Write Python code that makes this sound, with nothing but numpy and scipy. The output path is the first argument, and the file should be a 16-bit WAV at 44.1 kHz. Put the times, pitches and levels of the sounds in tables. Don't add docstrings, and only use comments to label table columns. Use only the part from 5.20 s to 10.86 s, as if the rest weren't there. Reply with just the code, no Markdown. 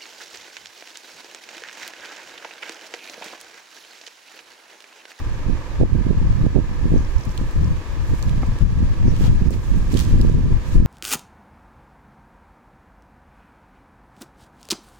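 import sys
import numpy as np
from scipy.fft import rfft, irfft, next_fast_len
from scipy.io import wavfile
from scipy.ndimage import uniform_filter1d, minimum_filter1d, map_coordinates

SR = 44100
rng = np.random.default_rng(int(sys.argv[2]) if len(sys.argv) > 2 else 0)


def unload_wav(signal):
    wavfile.write(
        sys.argv[1],
        SR,
        np.round(np.clip(np.atleast_2d(signal).T, -1, 1) * 32767).astype(np.int16),
    )


N = 249606

# (peak time [s], rise [s], fall [s], fold swish [dB], hem hiss [dB])
CLOTH_STROKES = [(2.15, 0.51, 0.65, -60, -58), (2.93, 0.087, 0.16, -56.5, -53.5), (3.45, 1, 1, -52, -65),
                 (4.012, 0.064, 0.17, -44, -55), (4.066, 0.035, 0.022, -43, -48),
                 (4.311, 0.0025, 0.07, -43, -47.5), (4.53, 0.18, 0.4, -53.5, -53.5),
                 (4.725, 0.011, 0.07, -37, -40), (4.795, 0.054, 0.13, -39.5, -49),
                 (5.05, 0.04, 0.24, -49, -59), (5.54, 0.073, 0.037, -48, -47)]
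# (time [s], level [dB], tilt [dB/octave], low cut [Hz])
CREASE_SNAPS = [(2.053, -29.5, 7, 4500), (2.1773, -22.5, 0, 2800), (3.0265, -22, -0.5, 4100),
                (3.095, -26, -3, 2500), (3.388, -31, -4, 3500), (3.965, -30, -3, 2700),
                (4.307, -23.5, 4, 5400), (4.7423, -25, 0, 3000), (4.771, -19, 1, 2600),
                (4.774, -18, -3, 2600), (4.782, -27, -4, 3400), (4.792, -15.5, 3, 3300),
                (4.801, -20, -1, 3300), (4.808, -21.5, 5, 3900), (4.8505, -26.5, -2, 3700),
                (4.987, -34, 2, 5000), (5.014, -21.5, -0.5, 3300), (5.0972, -30.5, -4, 4300),
                (5.146, -34, -4, 4000)]
# (time [s], level [dB], rise [s], hold [s], fall [s])
FOLD_FLAPS = [(4.032, -37, 0.032, 0.047, 0.012)]
# (frequency [Hz], relative level [dB])
SWISH_EQ = [(100, -21), (900, 11), (1800, 15), (3200, 15), (6500, 11.5), (8500, 3.5), (12000, 0.5),
            (16000, -11)]
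HEM_EQ = [(2000, -50), (5000, 4), (7000, 9.5), (10000, 0), (13000, 1.5), (16000, -5)]
CREASE_EQ = [(1000, -18), (3200, 14.5), (4400, 8), (7500, 6), (10000, -1), (16000, -7)]
FLAP_EQ = [(100, -8), (230, 11), (450, 8), (820, 11), (1050, -3), (1350, 5), (1600, 3), (2200, -11),
           (3200, 1.5), (8000, -40)]
# (time [s], level [dB])
TRIM_CLINKS = [(1.78, -37), (1.849, -37), (1.984, -38.5), (2.011, -38), (2.037, -37.5), (2.093, -37),
               (2.117, -41), (2.412, -43), (2.445, -39), (2.481, -42)]
# (time [s], level [dB], half length [s], pitch [Hz])
TRIM_SLIDES = [(1.79, -58, 0.07, 6360), (3.895, -48, 0.028, 5770)]
# (time [s], level [dB])
BEAD_HITS = [(2.1772, -27.5), (4.772, -27)]
TABLE_HITS = [(3.2275, -23), (3.2315, -16)]
# (frequency [Hz], relative level [dB], t60 [s])
BEAD_MODES = [(3250, 3.5, 0.007), (4300, 1, 0.0076)]
TABLE_MODES = [(266, 1.5, 0.025), (730, 1.5, 0.013), (1220, -9, .03), (2130, -13, 0.019)]

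# (time [s], left level [dB], right level [dB])
BREEZE_BED = [(0, -41.5, -37.5), (0.48, -45, -36.5), (1.1, -39.5, -23), (2.05, -44.5, -34),
              (2.7, -39.5, -58), (3.7, -28, -25.5), (4.3, -32.5, -27.5), (5.1, -35, -17.5),
              (5.46, -35, -27)]
# (start [s], hold [s], left level [dB], right level [dB], base cutoff [Hz])
PORT_GUSTS = [(0.264, 0.086, -54, -22, 259), (0.604, 0.053, -22, -16.5, 450), (0.725, 0.079, -39, -17, 272),
              (0.854, 0.062, -44, -15.5, 325), (0.977, 0.096, -21.5, -27, 172),
              (1.203, 0.045, -27, -17.5, 272), (1.361, 0.011, -32, -10.5, 477),
              (1.641, 0.016, -24.5, -16.5, 286), (1.712, 0.054, -20, -16.5, 425),
              (2.069, 0.0086, -17.5, -32.5, 227), (2.199, 0.028, -33, -21.5, 317),
              (2.363, 0.16, -23, -24, 233), (2.793, 0.009, -25, -36, 170), (2.896, 0.031, -27, -23, 248),
              (3.054, 0.17, -47, -22.5, 201), (3.283, 0.031, -23.5, -27, 193),
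              (3.421, 0.018, -8.5, -25.5, 207), (3.507, 0.13, -25.5, -20.5, 208),
              (3.845, 0.046, -18, -17.5, 253), (3.998, 0.18, -23.5, -21.5, 235),
              (4.215, 0.15, -47, -19.5, 255), (4.523, 0.048, -33, -18.5, 214),
              (4.74, 0.0094, -33, -14.5, 350), (4.911, 0.276, -19.5, -22.5, 284),
              (5.236, 0.086, -17.5, -20, 250), (5.548, 0.15, -15.5, -16.5, 257)]
# (time [s], depth [dB], half length [s])
AIR_LULLS = [(0.459, 9.5, 0.05), (0.672, 12, 0.0068), (0.846, 7, 0.014), (2.047, 10.5, 0.037),
             (2.134, 10, 0.023), (2.318, 19, 0.011), (2.637, 13, 0.029), (3.39, 16, 0.011),
             (3.755, 15, 0.013), (4.445, 5.5, 0.033), (5.438, 10, 0.026)]
# (time [s], level [dB], pitch [Hz], port [0 left, 1 right])
EDDY_HITS = [(0.298, -8, 250, 1), (.613, -0.5, 385, 1), (0.626, -5, 153, 1), (0.635, 2.5, 390, 1),
             (0.733, -0.5, 83, 1), (0.891, -7, 160, 1), (0.912, -5.5, 270, 1), (1.109, -2.5, 81, 0),
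             (1.213, -0.5, 120, 1), (1.2653, -6.5, 400, 1), (1.267, 2.5, 212, 1), (1.366, -2, 390, 1),
             (1.379, -2.5, 272, 1), (1.741, -0.5, 295, 1), (1.966, -0.5, 53.3, 1), (2.939, -9, 285, 1),
             (3.425, -18, 196, 0), (3.629, -1.5, 180, 1), (3.939, -13, 320, 1), (4.001, -2.5, 109, 1),
             (4.082, -2.5, 104, 0), (4.102, 0.5, 116, 1), (4.223, -3, 145, 1), (4.287, 0, 57, 1),
             (4.308, -8, 372, 1), (4.517, 0.5, 60, 1), (4.751, -3, 201, 1), (5.05, -4, 295, 1),
             (5.0986, -0.5, 280, 1), (5.605, 3.5, 54.5, 0)]
# (frequency [Hz], relative level [dB])
BUFFET_EQ = [(20, -88), (70, -8), (110, 0.8), (180, -2), (300, -7.5), (550, -18.5), (800, -26),
             (2000, -120)]
SURGE_EQ = [(3, -48), (13, 3), (40, 0), (75, -3.5), (105, -7.5), (170, -20), (500, -130)]
FAN_EQ = [(40, -15), (230, -1), (330, 2.5), (420, -5.5), (500, -1.5), (720, -11), (970, -5.5), (1080, -7),
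          (1220, -6.5), (1450, -15.5), (1600, -8), (1700, -6.5), (1950, -13.5), (2400, -13), (3000, -18),
          (7000, -24), (8200, -31.5), (16000, -41)]
# (frequency [Hz], boost [dB])
FAN_RESONANCES = [(472, 1), (880, 4.5), (947, 8), (1005, 6.5), (1152, 5), (1220, 1), (1622, 3)]
# (frequency [Hz], left-right correlation [0 to 1])
FAN_CORRELATION = [(100, 1), (400, 0.9), (1000, 0.46), (2000, 0.098), (3300, 0.021), (16000, 0)]
# (frequency [Hz], left minus right [dB])
FAN_PAN = [(100, -0.5), (700, 1), (1300, -2.5), (2400, -2), (8000, -2), (15000, 1)]


def cloth():
    strokes = [np.outer(amp([folds_db, hem_db]), swell(s, 0, rise, fall))
               for s, rise, fall, folds_db, hem_db in CLOTH_STROKES]
    folds, hem = np.sqrt(sum(stroke ** 2 for stroke in strokes))
    return (folds * rub(SWISH_EQ, catches_per_s=470, catch_db=-4)
            + hem * rub(HEM_EQ, catches_per_s=240, catch_db=-2))


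def rub(eq, catches_per_s, catch_db, uneven_db=2.5):
    texture = rng.standard_normal((2, N)) + amp(catch_db) * grains(catches_per_s, channels=2)
    return coloured(texture, eq) * amp(uneven_db * wobble(45))


def creases(attack_s=0.0002, snap_t60_s=0.0055, tail_db=-33, tail_t60_s=0.12):
    out, t = np.zeros((2, N)), np.arange(SR // 20) / SR
    decay = amp(-60 * t / snap_t60_s) + amp(tail_db - 60 * t / tail_t60_s)
    envelope = (1 - np.exp(-t / attack_s)) * decay
    for s, db, tilt, low_cut_hz in CREASE_SNAPS:
        def tone(hz):
            tilted = amp(along(CREASE_EQ, hz) + tilt * np.log2(hz / SR + 1e-3))
            return unit(tilted / np.sqrt(1 + (low_cut_hz / (hz + 1)) ** 10))
        burst = even(filtered(rng.standard_normal((2, len(t))), tone), span_s=0.0012)
        add(out, s - attack_s, amp(db) * envelope * burst)
    return out


def flap(flutter_db=2.0, flutters_per_s=90):
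    speed = sum(amp(db) * swell(s, hold, rise, fall) for s, db, rise, hold, fall in FOLD_FLAPS)
    flutter = amp(flutter_db * wobble(flutters_per_s))
    return speed * flutter * coloured(rng.standard_normal((2, N)), FLAP_EQ)


def trim(clink_hz=5620, attack_s=0.00042, t60_s=0.0087):
    t = np.arange(N) / SR
    clinks = sum(amp(db) * swell(s, 0, attack_s, t60_s / np.log(1000)) for s, db in TRIM_CLINKS)
    slides = sum(amp(db) * np.exp(-((t - s) / half) ** 2) * shimmer(hz)
                 for s, db, half, hz in TRIM_SLIDES)
    return clinks * shimmer(clink_hz) + slides


def shimmer(centre_hz, half_width_hz=550):
    band = filtered(rng.standard_normal((2, N)), lambda hz: peak(hz, centre_hz, half_width_hz))
    return even(band, span_s=0.006)


def taps(hits, modes, attack_s):
    out, t = np.zeros((2, N)), np.arange(SR // 10) / SR
    for s, db in hits:
        ring = 0
        for hz, mode_db, t60 in modes:
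            decay = amp(mode_db + rng.normal(0, 0.93, (2, 1)) - 60 * t / t60)
            phase = rng.normal(0, 0.98, (2, 1))
            ring += decay * np.sin(2 * np.pi * hz * t + phase)
        add(out, s, amp(db) * (1 - np.exp(-t / attack_s)) * ring)
    return out


def draught():
    left = turbulence(0, octaves_up=-0.52, brighten=0.033, buffet_db=-2, surge_db=-18.5, follow=0.57)
    right = turbulence(1, octaves_up=0.022, brighten=0.06, buffet_db=0.48, surge_db=-17, follow=0.35)
    t = np.arange(N) / SR
    lull_db = sum(db * np.exp(-((t - s) / half) ** 2) for s, db, half in AIR_LULLS)
    return np.array([left, right]) * amp(-lull_db) + eddies()


def airflow(port, breeze_cutoff_hz=224, attack_s=0.0075, release_s=0.03):
    power = amp(curve(np.array(BREEZE_BED)[:, [0, 1 + port]])) ** 2
    weighted_hz = power * breeze_cutoff_hz
    for s, hold, *port_db, cutoff_hz in PORT_GUSTS:
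        gust = (amp(port_db[port]) * swell(s, hold, attack_s, release_s)) ** 2
        power += gust
        weighted_hz += gust * cutoff_hz
    return 10 * np.log10(power), weighted_hz / power


def turbulence(port, octaves_up, brighten, buffet_db, surge_db, follow, swing_db=1.35, swings_per_s=22):
    flow_db, cutoff_hz = airflow(port)
    excess_db = flow_db - np.median(flow_db)
    swirl = coloured(grains(110, channels=1)[0] + 0.43 * rng.standard_normal(N), BUFFET_EQ)
    octave = np.clip(np.log2(cutoff_hz / 100) + octaves_up + brighten * excess_db, 0, 3)
    buffets = np.zeros(N)
    for k in range(4):
        dull = filtered(swirl, lambda hz: 1 / np.sqrt(1 + (hz / (100 * 2 ** k)) ** 6))
        buffets += np.maximum(1 - abs(octave - k), 0) * dull
    surge = even(coloured(rng.standard_normal(N), SURGE_EQ), span_s=0.5)
    surge *= amp(surge_db + follow * excess_db)
    jolts_db = swing_db * wobble(swings_per_s)
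    return even(buffets, span_s=0.036) * amp(flow_db + buffet_db + jolts_db) + surge


def eddies():
    out, t = np.zeros((2, N)), np.arange(-SR // 20, SR // 20) / SR
    for s, db, hz, port in EDDY_HITS:
        spread = (np.pi * hz * t) ** 2
        add(out[round(port)], s + t[0], amp(db) * (spread - 1) * np.exp(-spread))
    return out


def fan(level_db=-38, fade_db_per_s=0.2, shaft_hz=21.4, flutter_depth=0.15):
    t = np.arange(N) / SR
    air = fan_air()
    angle = 2 * np.pi * shaft_hz * t + 0.12 * wobble(1.7)
    flutter = flutter_depth * (np.cos(angle) + np.cos(2 * angle))
    mids = filtered(air, lambda hz: along([(400, 0.31), (900, 0.96), (2200, 0.47), (4000, 0.31)], hz))
    return amp(level_db - fade_db_per_s * t) * (air + flutter * mids)


def fan_air(half_width_hz=4.9):
    def mid_side(hz):
        width = np.arccos(np.clip(along(FAN_CORRELATION, hz), -1, 1)) / 2
        return np.array([np.cos(width), np.sin(width)])
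    mid, side = filtered(rng.standard_normal((2, N)), mid_side)
    pan = lambda hz: amp(np.outer([0.5, -0.5], along(FAN_PAN, hz)))
    whirr = lambda hz: amp(sum(db * peak(hz, centre, half_width_hz) for centre, db in FAN_RESONANCES))
    stereo = filtered(np.array([mid + side, mid - side]), pan)
    return coloured(filtered(stereo, whirr), FAN_EQ)


def amp(db):
    return 10 ** (np.asarray(db) / 20)


def unit(x):
    return x / np.sqrt(np.mean(x ** 2) + 1e-20)


def along(points, hz):
    frequencies, values = np.transpose(points)
    return np.interp(np.log(hz + 1), np.log(frequencies + 1), values)


def peak(hz, centre_hz, half_width_hz):
    return 1 / (1 + ((hz - centre_hz) / half_width_hz) ** 2)


def curve(rows):
    return np.interp(np.arange(N) / SR, *np.transpose(rows))


def swell(start, hold, rise, fall):
    t = np.arange(N) / SR - start
    return np.exp(np.maximum(np.minimum(t, 0) / rise - np.maximum(t - hold, 0) / fall, -30))


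def wobble(rate):
    return map_coordinates(rng.standard_normal(int(N * rate / SR) + 4), [np.arange(N) * rate / SR])


def grains(rate, channels):
    return unit((rng.random(N) < rate / SR) * rng.uniform(-1.0, 1, (channels, N)))


def filtered(x, response):
    n = x.shape[-1]
    padded = next_fast_len(n + 8192)
    return irfft(rfft(x, padded) * response(np.fft.rfftfreq(padded, 1 / SR)), padded)[..., :n]


def coloured(x, eq):
    return unit(filtered(x, lambda hz: amp(along(eq, hz))))


def even(x, span_s):
    size = int(span_s * SR) + 1
    return x / np.sqrt(abs(uniform_filter1d(uniform_filter1d(x ** 2, size), size)) + 1e-6)


def add(track, s, sound):
    part = track[..., max(round(s * SR), 0):][..., :sound.shape[-1]]
    part += sound[..., :part.shape[-1]]


def limiter(x, ceiling=0.88, release_s=0.13):
    over_db = np.maximum(20 * np.log10(abs(x).max(axis=0) / ceiling + 1e-9), 0)
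    fade = np.exp(-np.arange(N) / SR / release_s)
    held_db = np.maximum.accumulate(over_db / fade) * fade
    return x * uniform_filter1d(minimum_filter1d(amp(-held_db), size=129), size=129)


def scene():
    beads = taps(BEAD_HITS, BEAD_MODES, attack_s=0.00038)
    knock = taps(TABLE_HITS, TABLE_MODES, attack_s=0.0012)
    dress = (cloth() + trim() + creases() + beads) * amp([[-0.7], [0.7]])
    return dress + flap() + knock + fan() + draught()


def record(dry):
    return filtered(limiter(dry), lambda hz: hz < 16050)


dry = scene()
out = record(dry)
unload_wav(out)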